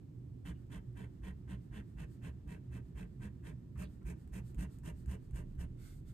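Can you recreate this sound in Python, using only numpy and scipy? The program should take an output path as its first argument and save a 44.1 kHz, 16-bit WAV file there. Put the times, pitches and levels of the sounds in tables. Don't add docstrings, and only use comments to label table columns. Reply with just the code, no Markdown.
import sys
import numpy as np
from scipy import signal
from scipy.fft import rfft, irfft, next_fast_len
from scipy.io import wavfile

SR = 44100
rng = np.random.default_rng(int(sys.argv[2]) if len(sys.argv) > 2 else 0)


def generate_wav(sig):
    pcm = np.round(np.clip(np.atleast_2d(sig).T, -1, 1) * 32767).astype(np.int16)
    wavfile.write(sys.argv[1], SR, pcm)


N = 270333
TIME = np.arange(N) / SR
FFT_SIZE = next_fast_len(N + SR // 2, real=True)
HZ = np.maximum(np.arange(FFT_SIZE // 2 + 1) * SR / FFT_SIZE, 1)


def from_db(db):
    return 10 ** (np.asarray(db) / 20)


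def unit_rms(x):
    return x / np.sqrt(np.mean(x ** 2) + 1e-20)


def over_hz(points):
    hz, value = np.transpose(points)
    return np.interp(np.log(HZ), np.log(hz), value)


def filtered(x, response):
    return irfft(rfft(x, FFT_SIZE) * response, FFT_SIZE)[..., :N]


def resonance(hz, width_hz):
    return 1 / (1 + 1j * (HZ ** 2 - hz ** 2) / (HZ * width_hz))


def pitched(x, hz, width_hz):
    b, a = signal.iirpeak(hz, hz / width_hz, fs=SR)
    return unit_rms(signal.lfilter(b, a, signal.lfilter(b, a, x)))


def pan(db):
    return from_db(np.array([[.5], [-.5]]) * db)


def noise(response):
    return unit_rms(filtered(rng.standard_normal(N), response))


def drift(rate_hz):
    return noise(1 / (1 + (HZ / rate_hz) ** 2))


def stereo(pair, response, likeness):
    alike = np.clip(over_hz(likeness), -.999, .999)
    mid, side = rfft(pair, FFT_SIZE)
    both = np.sqrt(1 + alike) * mid + np.sqrt(1 - alike) * side * [[1], [-1]]
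    return unit_rms(irfft(both * response, FFT_SIZE)[:, :N])


def arch(time, top_s, rise_s, fall_s):
    return np.maximum(1 - ((time - top_s) / np.where(time < top_s, rise_s, fall_s)) ** 2, 0)


# frequency in Hz, relative level in dB.
ROOM_EQ = [(15, -33), (30, -12), (60, 1), (100, 1), (135, 2), (180, -6.5), (215, -9.5), (260, -8),
           (370, -16), (470, -25.5), (650, -32.5), (1300, -41.5), (4000, -49.5), (14000, -56)]
# frequency in Hz, left-right likeness (1 is mono).
ROOM_IMAGE = [(200, 0.92), (330, 0.5), (500, 0.14), (6000, 0.12), (7500, 1), (13500, 1), (15000, 0.39)]


def room_tone(level_db):
    balance = pan(over_hz([(150, -2.5), (330, -8.5), (700, -2.5), (3000, -1)]))
    colour = from_db(over_hz(ROOM_EQ)) * balance
    return from_db(level_db) * stereo(rng.standard_normal((2, N)), colour, ROOM_IMAGE)


def mains_hum(level_db, hz, waver_db, overtone_db, drone_db):
    phase = 2 * np.pi * hz * TIME
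    level = from_db(level_db + waver_db * drift(rate_hz=4))
    hum = level * (np.sin(phase) + from_db(overtone_db) * np.sin(3 * phase))
    return hum + from_db(drone_db) * noise(resonance(hz=126.3, width_hz=13) ** 2)


# time in seconds, level in dB.
RUMBLE_SWELL = [(0, -81), (3.5, -67), (4.5, -68), (5.6, -50), (5.8, -61.5), (6.13, -56)]


def rumble():
    level = from_db(np.interp(TIME, *np.transpose(RUMBLE_SWELL)))
    return level * noise(resonance(hz=32.63, width_hz=2.4) ** 2)


def fibres(per_s, spread_db):
    slips = rng.random((2, N)) < per_s / SR
    sizes = rng.standard_normal((2, N)) * from_db(spread_db * rng.standard_normal(N))
    return unit_rms(slips * sizes)


# start in seconds, stroke length in
# seconds, then relative levels in dB of the nib's drag, the press and the hiss of the swing back.
PEN_STROKES = [(0.442, .1, -60.5, -48, -87.5), (0.693, 0.12, -62.5, -59, -92),
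               (0.944, 0.14, -63.5, -52, -87.5), (1.216, 0.12, -62.5, -43.5, -91),
               (1.469, 0.11, -62.5, -43, -85), (1.706, 0.13, -63, -44.5, -85),
               (1.962, 0.11, -63.5, -43.5, -77.5), (2.207, 0.12, -64.5, -46, -92),
               (2.461, 0.13, -65, -42.5, -92), (2.699, 0.12, -66.5, -45, -86.5),
               (2.942, 0.13, -63.5, -47, -91), (3.193, .11, -63, -49, -94), (3.423, 0.12, -64, -51, -95),
               (3.761, 0.11, -62.5, -41, -80), (4.044, 0.11, -64, -36.5, -81),
               (4.315, 0.11, -62.5, -43, -73.5), (4.568, 0.11, -61.5, -32.5, -75.5),
               (4.827, 0.11, -62.5, -40.5, -76.5), (5.066, .119, -64, -32.5, -82.5),
               (5.325, 0.12, -65, -36.5, -86), (5.573, 0.098, -64.5, -39, -95)]
# time in seconds, pitch of the bite in Hz, bite and fibre hiss
# as trims on the drag in dB, share of a stroke spent speeding up.
PEN_GRIP = [(.47, 3060, -7, -9.5, 0.32), (1.0, 3070, -16, -13, 0.41), (1.77, 2840, -10.5, -13, .48),
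            (2.05, 2630, -4.5, -11, 0.48), (3.48, 2450, -9.5, -11, 0.45), (3.82, 2550, -2, -5, 0.51),
            (4.1, 2390, -4.5, -5.5, 0.41), (4.7, 2790, -5.5, -6, 0.41), (5.62, 2850, -9.5, -6, 0.45)]


def strokes(tooth, hiss_power, hiss_lead_s, bite_width_hz):
    speed, drag, hiss_level, bite = np.zeros((4, N))
    slips = fibres(per_s=9000, spread_db=2.5)[0] * tooth
    grip_times, *grip_columns = np.transpose(PEN_GRIP)
    for start, length, drag_db, _, _ in PEN_STROKES:
        grip = [np.interp(start + length / 2, grip_times, column) for column in grip_columns]
        bite_hz, bite_db, hiss_db, rise_share = grip
        rise_s = length * rise_share
        shape = start + rise_s, rise_s, length - rise_s
        span = slice(int((start - hiss_lead_s) * SR), int((start + length) * SR))
        speed[span] = arch(TIME[span], *shape)
        drag[span] = from_db(drag_db) * speed[span] ** 0.97
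        early_speed = arch(TIME[span] + hiss_lead_s, *shape)
        hiss_level[span] = from_db(drag_db + hiss_db) * early_speed ** hiss_power
        nib_ring = pitched(slips[span], bite_hz, bite_width_hz)
        bite[span] = from_db(bite_db) * drag[span] * speed[span] * nib_ring
    return speed, drag, hiss_level, bite


def hand_weight(lag_s, follows_press):
    mean_db = np.mean([push_db for _, _, _, push_db, _ in PEN_STROKES])
    load = np.zeros(N)
    for start, length, drag_db, push_db, _ in PEN_STROKES:
        span = slice(int((start + lag_s) * SR), int((start + lag_s + length) * SR))
        level = from_db(drag_db + follows_press * (push_db - mean_db))
        load[span] = level * np.hanning(span.stop - span.start)
    return load


# pitch in Hz, half the filter width in Hz, relative level in dB
# at blend 0, the same at blend 1, pan in dB.
PAGE_RESONANCES = [(432, 53, 7, 5.5, -12.5), (612, 44.6, 1, 9, -7.5), (944, 40, 0, 2, 5),
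                   (1059.5, 30, -3.5, -3, -4), (1207, 27, -11, -8, -4), (1590, 106, 4, 4.5, 3.5),
                   (1853, 110, -0.5, -8.5, -15.5), (2014, 130, -4.5, -5.5, -16), (2320, 71, -5, -4, -2),
                   (2455, 70, -2, -11.5, -2), (2644, 86, 0.5, -1, -2), (3120, 71, 1.5, -5, -2.5),
                   (3434, 75, -2, -12, 5)]


def page_ring(drag, load, speed, blend, weight_knee_hz=760, speed_knee_hz=2780):
    out = np.zeros((2, N))
    for hz, half_width_hz, blend0_db, blend1_db, pan_db in PAGE_RESONANCES:
        drive = drag + (load - drag) / (1 + (hz / weight_knee_hz) ** 4)
        blend_gain = from_db(blend0_db + (blend1_db - blend0_db) * blend)
        speed_gain = speed ** ((hz / speed_knee_hz) ** 2)
        ring = pitched(rng.standard_normal(N), hz, 2 * half_width_hz)
        out += pan(pan_db) * (blend_gain * speed_gain * drive * ring)
    return out


# frequency in Hz, left-right likeness (clipped to about -1..1).
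PAGE_IMAGE = [(200, 8.5), (500, -6), (1200, -0.14), (2800, 0.7), (4200, 0.2), (6000, 0.5), (7600, 6.4),
              (13000, 15.4), (15000, 0.5)]
# frequency in Hz, pan in dB.
PAGE_PAN = [(60, -22), (180, 4), (400, -4.5), (750, 7.5), (1300, 0.5), (2200, -5), (3200, -1.5),
            (6000, -9.5), (7300, -0.5), (15000, 0)]


def on_page(pair, colour):
    return stereo(pair, colour * pan(over_hz(PAGE_PAN)), PAGE_IMAGE)


# frequency in Hz, relative level in dB.
RASP_EQ = [(60, 4), (180, 13.5), (300, 16.5), (500, -3.5), (780, -4), (1300, -5), (1800, 3.5),
           (2800, -17.5), (3400, -11), (4000, -9.5), (5500, -25.5), (9000, -26), (15000, -43)]
FIBRE_HISS_EQ = [(1500, -8), (3500, -27), (4600, -8), (5400, -3), (6500, 0.5), (7600, 2), (8300, 1.5),
                 (9200, 6.5), (10500, -2.5), (12000, 0.5), (13000, -7), (15000, -19)]
# time in seconds, blend on a 0-1 scale.
RING_BLEND = [(.5, 0.44), (1.8, 0.26), (2.3, 0.83), (3.5, 0.57), (3.78, 1)]


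def nib(rasp_db, ring_db, bite_db, hiss_db, sheen_db, tooth_db):
    tooth = from_db(tooth_db * drift(rate_hz=102))
    blend = np.interp(TIME, *np.transpose(RING_BLEND))
    speed, drag, hiss_level, bite = strokes(tooth, hiss_power=2.4, hiss_lead_s=0.0032, bite_width_hz=400)
    bright = on_page(fibres(per_s=29000, spread_db=5.0) * tooth, from_db(over_hz(RASP_EQ)))
    dull = filtered(bright, 1 / (1 + (HZ / 2300) ** 4))
    rasp = dull + speed ** 2.2 * (bright - dull)
    hiss = on_page(fibres(per_s=16000, spread_db=2.0) * tooth, from_db(over_hz(FIBRE_HISS_EQ)))
    sheen = blend * tooth * pitched(rng.standard_normal(N), hz=12800, width_hz=12000)
    load = hand_weight(lag_s=0.011, follows_press=0.23)
    ring = page_ring(drag * tooth, load * tooth, speed, blend)
    body = from_db(rasp_db) * drag * rasp + from_db(ring_db) * ring
    top = hiss_level * (from_db(hiss_db) * hiss + from_db(sheen_db) * sheen)
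    return body + from_db(bite_db) * bite * pan(-5.5) + top


def thuds(peak_times, levels_db, hz, rise_s, scatter):
    out = np.zeros(N)
    for peak_s, db in zip(peak_times, levels_db):
        detune, phase = rng.standard_normal(2)
        start = int((peak_s - rise_s) * SR)
        age = TIME[:min(SR // 2, N - start)]
        swell = (age / rise_s * np.exp(1 - age / rise_s)) ** 3
        tone = np.sin(2 * np.pi * (hz * (1 + scatter * detune) * age + phase))
        out[start:start + len(age)] += from_db(db) * swell * tone
    return out


def desk(press_db, cover_db, lift_db, rebound_db, rebound_follows, tremble_db):
    start, length, drag_db, push_db, _ = np.transpose(PEN_STROKES)
    press_at, rebound_at, lift_at = start + 0.021, start + 0.56 * length, start + length - 0.0277
    press = thuds(press_at, push_db + press_db, hz=61.44, rise_s=0.0331, scatter=0.06)
    cover = thuds(press_at, push_db + cover_db, hz=146.8, rise_s=0.0302, scatter=0.127)
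    lift = thuds(lift_at, drag_db + lift_db, hz=63.4, rise_s=0.032, scatter=0.11)
    rebound_levels = drag_db + rebound_db + rebound_follows * (push_db - push_db.mean())
    rebound = thuds(rebound_at, rebound_levels, hz=177.2, rise_s=0.02618, scatter=0.063)
    working = np.interp(TIME, [.4, .5, 5.65, 5.85], [0.06, 0.74, 1, 0.43])
    modes = resonance(hz=63.3, width_hz=42) ** 2 + from_db(-1.5) * resonance(hz=175.3, width_hz=56) ** 2
    tremble = from_db(tremble_db) * working * noise(modes)
    return (press + cover + lift + rebound + tremble) * pan(-1.9)


def swings(rustle_db, follows, lag_s, length_s):
    start, length, _, _, brush_db = np.transpose(PEN_STROKES)
    levels_db = rustle_db + follows * (brush_db - brush_db.mean())
    return [(end + lag_s, length_s, db, hiss_db - db)
            for end, db, hiss_db in zip(start + length, levels_db, brush_db)]


def sweeps(rows, rustle_power, hiss_power):
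    rustle, hiss = np.zeros((2, N))
    for middle, length, db, hiss_db in rows:
        span = np.abs(TIME - middle) < length / 2
        speed = arch(TIME[span], middle, length / 2, length / 2)
        rustle[span] += from_db(db) * speed ** rustle_power
        hiss[span] += from_db(db + hiss_db) * speed ** hiss_power
    return rustle, hiss


# frequency in Hz, relative level in dB.
SKIN_RUSTLE_EQ = [(200, 3), (600, 0), (1000, 0), (1350, 5.5), (1600, 1.5), (1830, -5), (2080, -3.5),
                  (3000, -6.5), (4500, -9.5), (8000, -16), (15000, -47)]
SKIN_HISS_EQ = [(1500, -18), (3300, -5), (4600, -1.5), (5500, -6), (6500, -4.5), (7600, 0.5), (8300, 0),
                (9200, 2), (10500, -3.5), (12000, -1), (13500, -5.5), (15000, -4.5)]
# middle in seconds, length in seconds, relative level in dB,
# hiss trim on that level in dB.
PALM_GLIDES = [(5.86, 0.2, -66.5, -1.5), (5.96, .14, -82.5, 7.5), (6.095, 0.1, -71, -2.5)]
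# pitch in Hz, width in Hz, relative level in dB.
PALM_RESONANCES = [(1470, 330, 8), (2130, 190, 5.5), (2690, 130, -7), (3520, 220, 1), (4120, 230, -22)]


def hand(rustle_db, sing_db, palm_db, hiss_db):
    swings_back = swings(rustle_db=-82.5, follows=0.33, lag_s=0.059, length_s=0.13)
    brush, brush_hiss = sweeps(swings_back, rustle_power=0.4, hiss_power=2.1)
    glide, glide_hiss = sweeps(PALM_GLIDES, rustle_power=1.0, hiss_power=1.8)
    modes = [from_db(db) * resonance(hz, width_hz) for hz, width_hz, db in PALM_RESONANCES]
    hollow = np.linalg.norm(modes, axis=0)
    colours = from_db(over_hz(SKIN_RUSTLE_EQ)), hollow, from_db(over_hz(SKIN_HISS_EQ))
    rustle, palm, hiss = [on_page(rng.standard_normal((2, N)), colour) for colour in colours]
    sing = pitched(rng.standard_normal(N), hz=1780, width_hz=240)
    brushing = brush * (from_db(rustle_db) * rustle + from_db(sing_db) * sing)
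    gliding = from_db(palm_db) * glide * palm
    return brushing + gliding + from_db(hiss_db) * (brush_hiss + glide_hiss) * hiss


# start in seconds, pitch in Hz, width in Hz, relative level in dB.
PAPER_CREAKS = [(0.547, 2870, 600, -76), (3.754, 1310, 900, -63.5), (3.812, 1290, 600, -57.5),
                (3.829, 4500, 900, -67.5), (3.846, 3450, 1110, -66.5), (4.01, 1270, 900, -70)]


def paper_creaks(level_db, rise_s):
    out, age = np.zeros(N), TIME[:SR // 5]
    swell = age / rise_s * np.exp(1 - age / rise_s)
    for start_s, hz, width_hz, db in PAPER_CREAKS:
        start = int(start_s * SR)
        creak = pitched(rng.standard_normal(len(age)), hz, width_hz)
        out[start:start + len(age)] += from_db(db + level_db) * swell * creak
    return out * pan(-3.0)


# start in seconds, relative level in dB.
TOUCH_DOWNS = [(0.6674, -71), (0.9288, -72), (2.4778, -62), (3.7554, -69), (4.0302, -70), (4.2762, -62.5),
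               (4.5461, -57.5), (4.787, -60.5), (5.0599, -55.5), (5.3103, -62.5), (5.5528, -67)]
# frequency in Hz, relative level in dB.
TICK_EQ = [(300, -7), (1500, 9), (2500, 2.5), (5000, -9), (8000, 4), (12000, -4.5), (16000, 2.5)]


def nib_ticks(level_db, decay_s, tail_db, tail_s):
    level = np.zeros(N)
    for start_s, db in TOUCH_DOWNS:
        start = int(start_s * SR)
        age = TIME[:min(SR // 10, N - start)]
        crack = np.exp(-age / decay_s)
        rattle = from_db(tail_db) * np.exp(-age / tail_s)
        level[start:start + len(age)] += from_db(db + level_db) * (crack + rattle)
    return level * stereo(rng.standard_normal((2, N)), from_db(over_hz(TICK_EQ)), PAGE_IMAGE)


# delay in seconds, level in dB.
EARLY_REFLECTIONS = [(.0031, -26), (.0068, -21.5), (0.0116, -16.5)]


def near_surfaces(x):
    bounces = sum(from_db(db) * np.exp(-2j * np.pi * HZ * delay_s) for delay_s, db in EARLY_REFLECTIONS)
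    return filtered(x, 1 + bounces)


def room_echo(x, level_db, t60_s, dull_hz):
    tail = rng.standard_normal((2, SR // 2)) * from_db(-60 * TIME[:SR // 2] / t60_s)
    tail /= np.linalg.norm(tail, axis=1, keepdims=True)
    return from_db(level_db) * filtered(x, rfft(tail, FFT_SIZE) / (1 + 1j * HZ / dull_hz))


def scene():
    pen = nib(rasp_db=6.5, ring_db=-9.5, bite_db=0.5, hiss_db=5.0, sheen_db=-8, tooth_db=1.5)
    ticks = nib_ticks(level_db=3.0, decay_s=0.00052, tail_db=-16.5, tail_s=0.015)
    creaks = paper_creaks(level_db=-4.5, rise_s=0.0088)
    skin = hand(rustle_db=0.5, sing_db=-6.5, palm_db=-5.5, hiss_db=1.0)
    page = near_surfaces(pen + ticks + creaks + skin)
    thudding = desk(press_db=0.5, cover_db=-10, lift_db=19.5, rebound_db=20.5,
                    rebound_follows=0.17, tremble_db=-55.5)
    echo = room_echo(page, level_db=-10.5, t60_s=0.18, dull_hz=4970)
    air = room_tone(level_db=-52)
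    hum = mains_hum(level_db=-55.5, hz=119.7, waver_db=4.0, overtone_db=-18.0, drone_db=-60.5)
    return page + echo + thudding + air + (hum + rumble()) * pan(-3.5)


# frequency in Hz, lead of the left side in radians.
MIC_PHASE = [(420, 0), (560, 2), (720, 4), (950, 0), (1600, -1.88), (2000, -0.3), (2500, -1.3),
             (3100, 0.94), (4300, 1.3), (5200, -4), (6200, -1.9), (7500, 0.5), (8200, 0), (12500, 5.5),
             (13700, 7), (15000, 10.5)]


def record(dry, cutoff_hz=14950):
    lead = np.interp(HZ, *np.transpose(MIC_PHASE))
    pair = filtered(dry, np.exp(1j * lead * np.array([[.5], [-.5]])))
    return signal.sosfilt(signal.ellip(10, .1, 70, cutoff_hz, fs=SR, output="sos"), pair)


dry = scene()
out = record(dry)
generate_wav(out)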